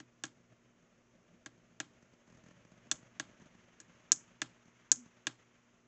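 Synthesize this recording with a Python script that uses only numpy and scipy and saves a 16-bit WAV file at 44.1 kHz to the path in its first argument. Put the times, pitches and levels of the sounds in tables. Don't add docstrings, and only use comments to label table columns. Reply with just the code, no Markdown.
import sys
import numpy as np
from scipy import signal
from scipy.fft import rfft, irfft
from scipy.io import wavfile

SR = 44100
rng = np.random.default_rng(int(sys.argv[2]) if len(sys.argv) > 2 else 0)


def waveform_to_disk(signal):
    frames = np.transpose(np.atleast_2d(signal))
    scaled = np.clip(frames, -1, 1) * 32767
    samples = np.round(scaled).astype(np.int16)
    wavfile.write(sys.argv[1], SR, samples)


N = 258896

# f/Hz, mean level/dB rms
HUM_PARTIALS = [(119.5, -80), (238, -76.5), (360, -87)]
# f/Hz, relative density/dB
HISS_COLOUR = [(25, -19.5), (45, -10), (62, -13.5), (95, -14), (125, -6), (190, -12.5), (260, -8.5),
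               (400, -6), (600, -12), (780, -16.5), (1150, -16), (2200, -22), (4600, -30.5), (6600, -20.5),
               (8200, -37), (11000, -70)]
HISS_RMS_DB = -74.5

# delay/s, level/dB
ECHOES = [(.0016, -16.5), (.0035, -21.5), (.0047, -24.5), (.0097, -21), (0.0099, -26), (.042, -34)]
# f/Hz, level/dB
TAIL_COLOUR = [(120, -7.5), (200, -4), (300, -14), (600, -9), (1100, -18), (1700, -24.5), (2500, -20.5),
               (3500, -24.5), (4500, -22), (6500, -15), (8000, -21)]
# f/Hz, T60/s
TAIL_T60 = [(120, .2), (1000, 0.21), (4000, .19), (6500, 0.25), (8000, 0.2)]

# t/s, rumble level/dB, rustle level/dB
RUB_LEVELS = [(0.0, -73, -77.5), (0.9, -72.5, -77.5), (1.45, -69.5, -77), (1.91, -70.5, -74.5),
              (2.48, -68, -71.5), (2.81, -66.5, -72), (3.32, -64.5, -68.5), (3.76, -69.5, -70.5),
              (4.51, -72.5, -71.5), (4.77, -77, -71.5), (5.56, -75, -73), (5.87, -79.5, -76.5)]
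# f/Hz, relative density/dB
RUMBLE_COLOUR = [(15, -40), (25, -11), (96, -8), (125, 2), (151, -9.5), (177, -1.5), (199, -3),
                 (417, -13.5), (644, -6), (800, -24.5), (1040, -44.5), (1760, -120)]
# f/Hz, relative density/dB
RUSTLE_COLOUR = [(300, -22), (500, -8), (1150, 0.5), (2100, 0), (3000, -3.5), (4200, -14.5), (5200, -15),
                 (6400, -5.5), (7000, -10.5), (7800, -23), (8400, -48.5)]
# start/s, length/s, slip level before knock and tick gains/dB
DRAGS = [(2.025, .01, -57.5), (2.134, .01, -59.5), (2.276, .11, -58), (2.438, .08, -56.5),
         (2.649, .01, -55.5), (2.717, .01, -56), (3.028, .01, -56), (3.398, .035, -58), (3.549, .01, -58),
         (4.656, .035, -59.5), (5.059, .01, -56)]
SLIP_INTERVAL_S = .0238
STRAY_SLIPS_PER_S, STRAY_OFFSET_DB, STRAY_SPREAD_DB = 14, 4, 3.5
# f/Hz, width/Hz, level/dB
KNOCK_MODES = [(170.0, 153, 31.4), (269.4, 220, 23.4)]
TICK_MODES = [(600, 160, 7.5), (1780, 650, 5.3), (6400, 590, 5)]
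JUDDER_HZ = 240
JUDDER_START_S, JUDDER_ATTACK_S, JUDDER_HOLD_S, JUDDER_RELEASE_S = 4.962, 0.017, .06, .02
JUDDER_DB, JUDDER_SAG_DB_PER_S = -54, 89

# f/Hz, width/Hz, level/dB
DESK_MODES = [(125, 21, 0), (180, 50, -6), (285.3, 55.3, 8), (334, 83, 4)]
# f/Hz, width/Hz, level/dB
CASE_MODES = [(530, 51, -16.5), (641, 46, -6), (789, 63, -1.5), (1095, 71, 0), (1370, 47, 3),
              (1641, 99, 11), (1920, 84, -7), (2095, 31, -7.5)]
# f/Hz, width/Hz, level/dB
CAP_MODES = [(2630, 200, -16.5), (2739, 150, 2), (2890, 210, -4), (3217, 130, 1.5)]
# f/Hz, width/Hz, level/dB
STEM_MODES = [(3450, 130, 9), (3640, 370, -1), (4300, 180, -4), (4930, 73, -12)]
# f/Hz, width/Hz, level/dB
DOME_MODES = [(5700, 130, 2.8), (6000, 240, 15), (5970, 120, 16), (6510, 230, 27.56), (6920, 190, 23),
              (7300, 480, 13), (7700, 480, 11), (8100, 520, 2.2)]
# gain/dB, f/Hz, width/Hz
FAR_HUMPS = [(5, 1400, 2000), (0, 3000, 1400), (24, 6750, 1700)]
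# t/s, force/dB, extra dome ping/dB
PRESSES = [(1.4608, -11.5, -19), (2.914, -2, -6), (4.119, -4, 5.5), (4.9168, -4.5, 5.5)]
# t/s, force/dB
RELEASES = [(0.001, -16.5), (0.2374, -3), (1.8014, -2.5), (3.1978, -2), (4.4176, 0.5), (5.2691, 1.24)]
# t/s, force/dB
TAPS = [(0.2527, -1.5), (0.2662, -10), (3.802, -5), (3.8141, -15)]
# desk/dB, case/dB, cap/dB, stem/dB, dome before ping/dB
PRESS_MIX = (-2, 0, 2.5, 12.5, -7.5)
# desk/dB, case/dB, cap/dB, stem/dB, dome/dB
RELEASE_MIX = (-0.2, -0.5, 2.5, -4, -25.5)
# desk/dB, case/dB, cap/dB, stem/dB, dome/dB
TAP_MIX = (-16.5, -21, -17.5, -26, -35.5)
# desk, case, cap, stem, dome (all dB/dB)
HARDNESS = (.5, 1.01, 1.4, 3.5, 1.27)

PASSBAND_EDGE_HZ = 7950


def from_db(db):
    return 10 ** (np.asarray(db) / 20)


def rms_one(x):
    return x / np.sqrt(np.mean(x ** 2) + 1e-20)


def in_time(rows):
    knots_s, *columns = np.transpose(rows)
    t = np.arange(N) / SR
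    return [np.interp(t, knots_s, column) for column in columns]


def at_hz(points, hz):
    points_hz, values = np.array(points).T
    return np.interp(np.log(hz + 1), np.log(points_hz), values)


def noise(colour):
    gain = from_db(at_hz(colour, np.fft.rfftfreq(N, 1 / SR)))
    return rms_one(irfft(rfft(rng.standard_normal(N)) * gain, N))


def drift(knots_per_s):
    position = np.arange(N) / SR * knots_per_s
    return rms_one(np.interp(position, np.arange(4096), rng.standard_normal(4096)))


def impulses(times_s, levels_db):
    out = np.zeros(N)
    index = np.round(np.asarray(times_s) * SR).astype(int)
    out[np.clip(index, 0, N - 1)] = from_db(levels_db)
    return out


def chatter(times_s, levels_db, share_db, t60_s):
    hits = impulses(times_s, levels_db)
    fall = from_db(-120 / (t60_s * SR))
    power = signal.lfilter([1 - fall], [1, -fall], hits ** 2 + 1e-30)
    return hits + from_db(share_db) * np.sqrt(power) * rng.standard_normal(N)


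def resonate(x, hz, width_hz):
    r = np.exp(-np.pi * width_hz / SR)
    b = (1 - r * r) / 2
    a = [1, -2 * r * np.cos(2 * np.pi * hz / SR), r * r]
    return signal.lfilter([b, 0, -b], a, x + 1e-18)


def ring(x, modes):
    out = np.zeros(N)
    for k, (hz, width_hz, db) in enumerate(modes):
        out += (-1) ** k * from_db(db) * resonate(x, hz, width_hz)
    return out


def background(waver_db=0.5):
    t = np.arange(N) / SR
    hum = np.zeros(N)
    for hz, db in HUM_PARTIALS:
        level = from_db(db + waver_db * drift(6.7))
        hum += level * np.sqrt(2) * np.sin(2 * np.pi * (hz * t + rng.random()))
    return hum + from_db(HISS_RMS_DB) * noise(HISS_COLOUR)


def room(near, far, build_s=0.0048):
    t = np.arange(SR // 2) / SR
    edges_hz = np.geomspace(70, 11000, 13)
    tail = np.zeros(len(t))
    for low_hz, high_hz in zip(edges_hz, edges_hz[1:]):
        hz = np.sqrt(low_hz * high_hz)
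        fade = from_db(-60 * t / at_hz(TAIL_T60, hz)) * (1 - np.exp(-t / build_s))
        band_pass = signal.butter(2, [low_hz, high_hz], "band", fs=SR, output="sos")
        band = signal.sosfilt(band_pass, rng.standard_normal(len(t)))
        tail += from_db(at_hz(TAIL_COLOUR, hz)) * band * fade / np.linalg.norm(fade)
    echoes = np.zeros(N)
    for delay_s, db in ECHOES:
        echoes += from_db(db) * np.pad(near, (round(delay_s * SR), 0))[:N]
    return near + echoes + signal.fftconvolve(far, tail)[:N]


def slips(rumble_db):
    dragged = [(start_s + s, db) for start_s, length_s, db in DRAGS
               for s in np.arange(0, length_s, SLIP_INTERVAL_S)]
    stray_db = rumble_db + STRAY_OFFSET_DB + STRAY_SPREAD_DB * rng.uniform(-1.1, 1, N)
    per_s = STRAY_SLIPS_PER_S * from_db(rumble_db - rumble_db.max())
    stray = [(i / SR, stray_db[i]) for i in np.flatnonzero(rng.random(N) < per_s / SR)]
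    return np.transpose(dragged + stray)


def judder(waver=0.019):
    t = np.maximum(np.arange(N) / SR - JUDDER_START_S, 0)
    corners_s = np.cumsum([0, JUDDER_ATTACK_S, JUDDER_HOLD_S, JUDDER_RELEASE_S])
    level = np.interp(t, corners_s, [0, 1, 1, 0]) * from_db(JUDDER_DB - JUDDER_SAG_DB_PER_S * t)
    phase = 2 * np.pi * np.cumsum(JUDDER_HZ * (1 + waver * drift(60))) / SR
    return level * np.sqrt(2) * np.sin(phase)


def finger(knock_db=14, tick_db=12.0, rumble_trim_db=-3.0, boom_db=2, lumpy_db=3, grainy_db=1.76):
    rumble_db, rustle_db = in_time(RUB_LEVELS)
    slip_s, slip_db = slips(rumble_db)
    knocks = ring(impulses(slip_s + .003, slip_db + knock_db), KNOCK_MODES)
    ticks = ring(chatter(slip_s, slip_db + tick_db, share_db=5.0, t60_s=0.069), TICK_MODES)
    flutter = drift(70)
    rumble = from_db(rumble_db + rumble_trim_db + lumpy_db * flutter) * noise(RUMBLE_COLOUR)
    boom = from_db(boom_db) * resonate(rumble + knocks, 176, 5.8)
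    rustle = from_db(rustle_db + grainy_db * flutter) * noise(RUSTLE_COLOUR)
    return knocks + ticks + rumble + boom + rustle + judder()


def blows():
    rows = []
    for table, mix in [(PRESSES, PRESS_MIX), (RELEASES, RELEASE_MIX), (TAPS, TAP_MIX)]:
        for time_s, force_db, *_ in table:
            rows.append([time_s, *(np.array(mix) + force_db * np.array(HARDNESS))])
    rows = np.array(rows)
    rows[:len(PRESSES), -1] += [ping_db for _, _, ping_db in PRESSES]
    return rows.T


def button(crack_db=-15, give_s=.0007, bounce_s=0.0017, bounce_db=-7):
    s, desk_db, case_db, cap_db, stem_db, dome_db = blows()
    desk = ring(impulses(s + .002, desk_db), DESK_MODES)
    case = ring(chatter(s + give_s, case_db, share_db=-15, t60_s=.02), CASE_MODES)
    bounce = chatter(s + bounce_s, cap_db + bounce_db, share_db=-3.5, t60_s=.015)
    cap = ring(impulses(s, cap_db) + bounce, CAP_MODES)
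    stem = ring(chatter(s + give_s, stem_db, share_db=-12, t60_s=.02), STEM_MODES)
    snap = chatter(s, dome_db, share_db=-3.5, t60_s=.035)
    dome = sum(from_db(db) * resonate(snap, hz, width_hz) for hz, width_hz, db in DOME_MODES)
    crack = resonate(chatter(s + give_s, case_db + crack_db, share_db=9, t60_s=.04), 2000, 2100)
    far = np.zeros(N)
    for part_db, (gain_db, hz, width_hz) in zip((case_db, cap_db, dome_db), FAR_HUMPS):
        hump = resonate(impulses(s, part_db + gain_db), hz, width_hz)
        far += resonate(hump, hz, width_hz)
    return desk + case + cap + stem + dome + crack, desk + far


def scene():
    near, far = button()
    return (room(near, far) + finger() + background())[None, :]


def record(dry):
    low_pass = signal.ellip(9, .2, 42, PASSBAND_EDGE_HZ, fs=SR, output="sos")
    narrow = signal.sosfilt(low_pass, dry)
    return np.round(narrow * 2 ** 15) / 2 ** 15


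dry = scene()
out = record(dry)
waveform_to_disk(out)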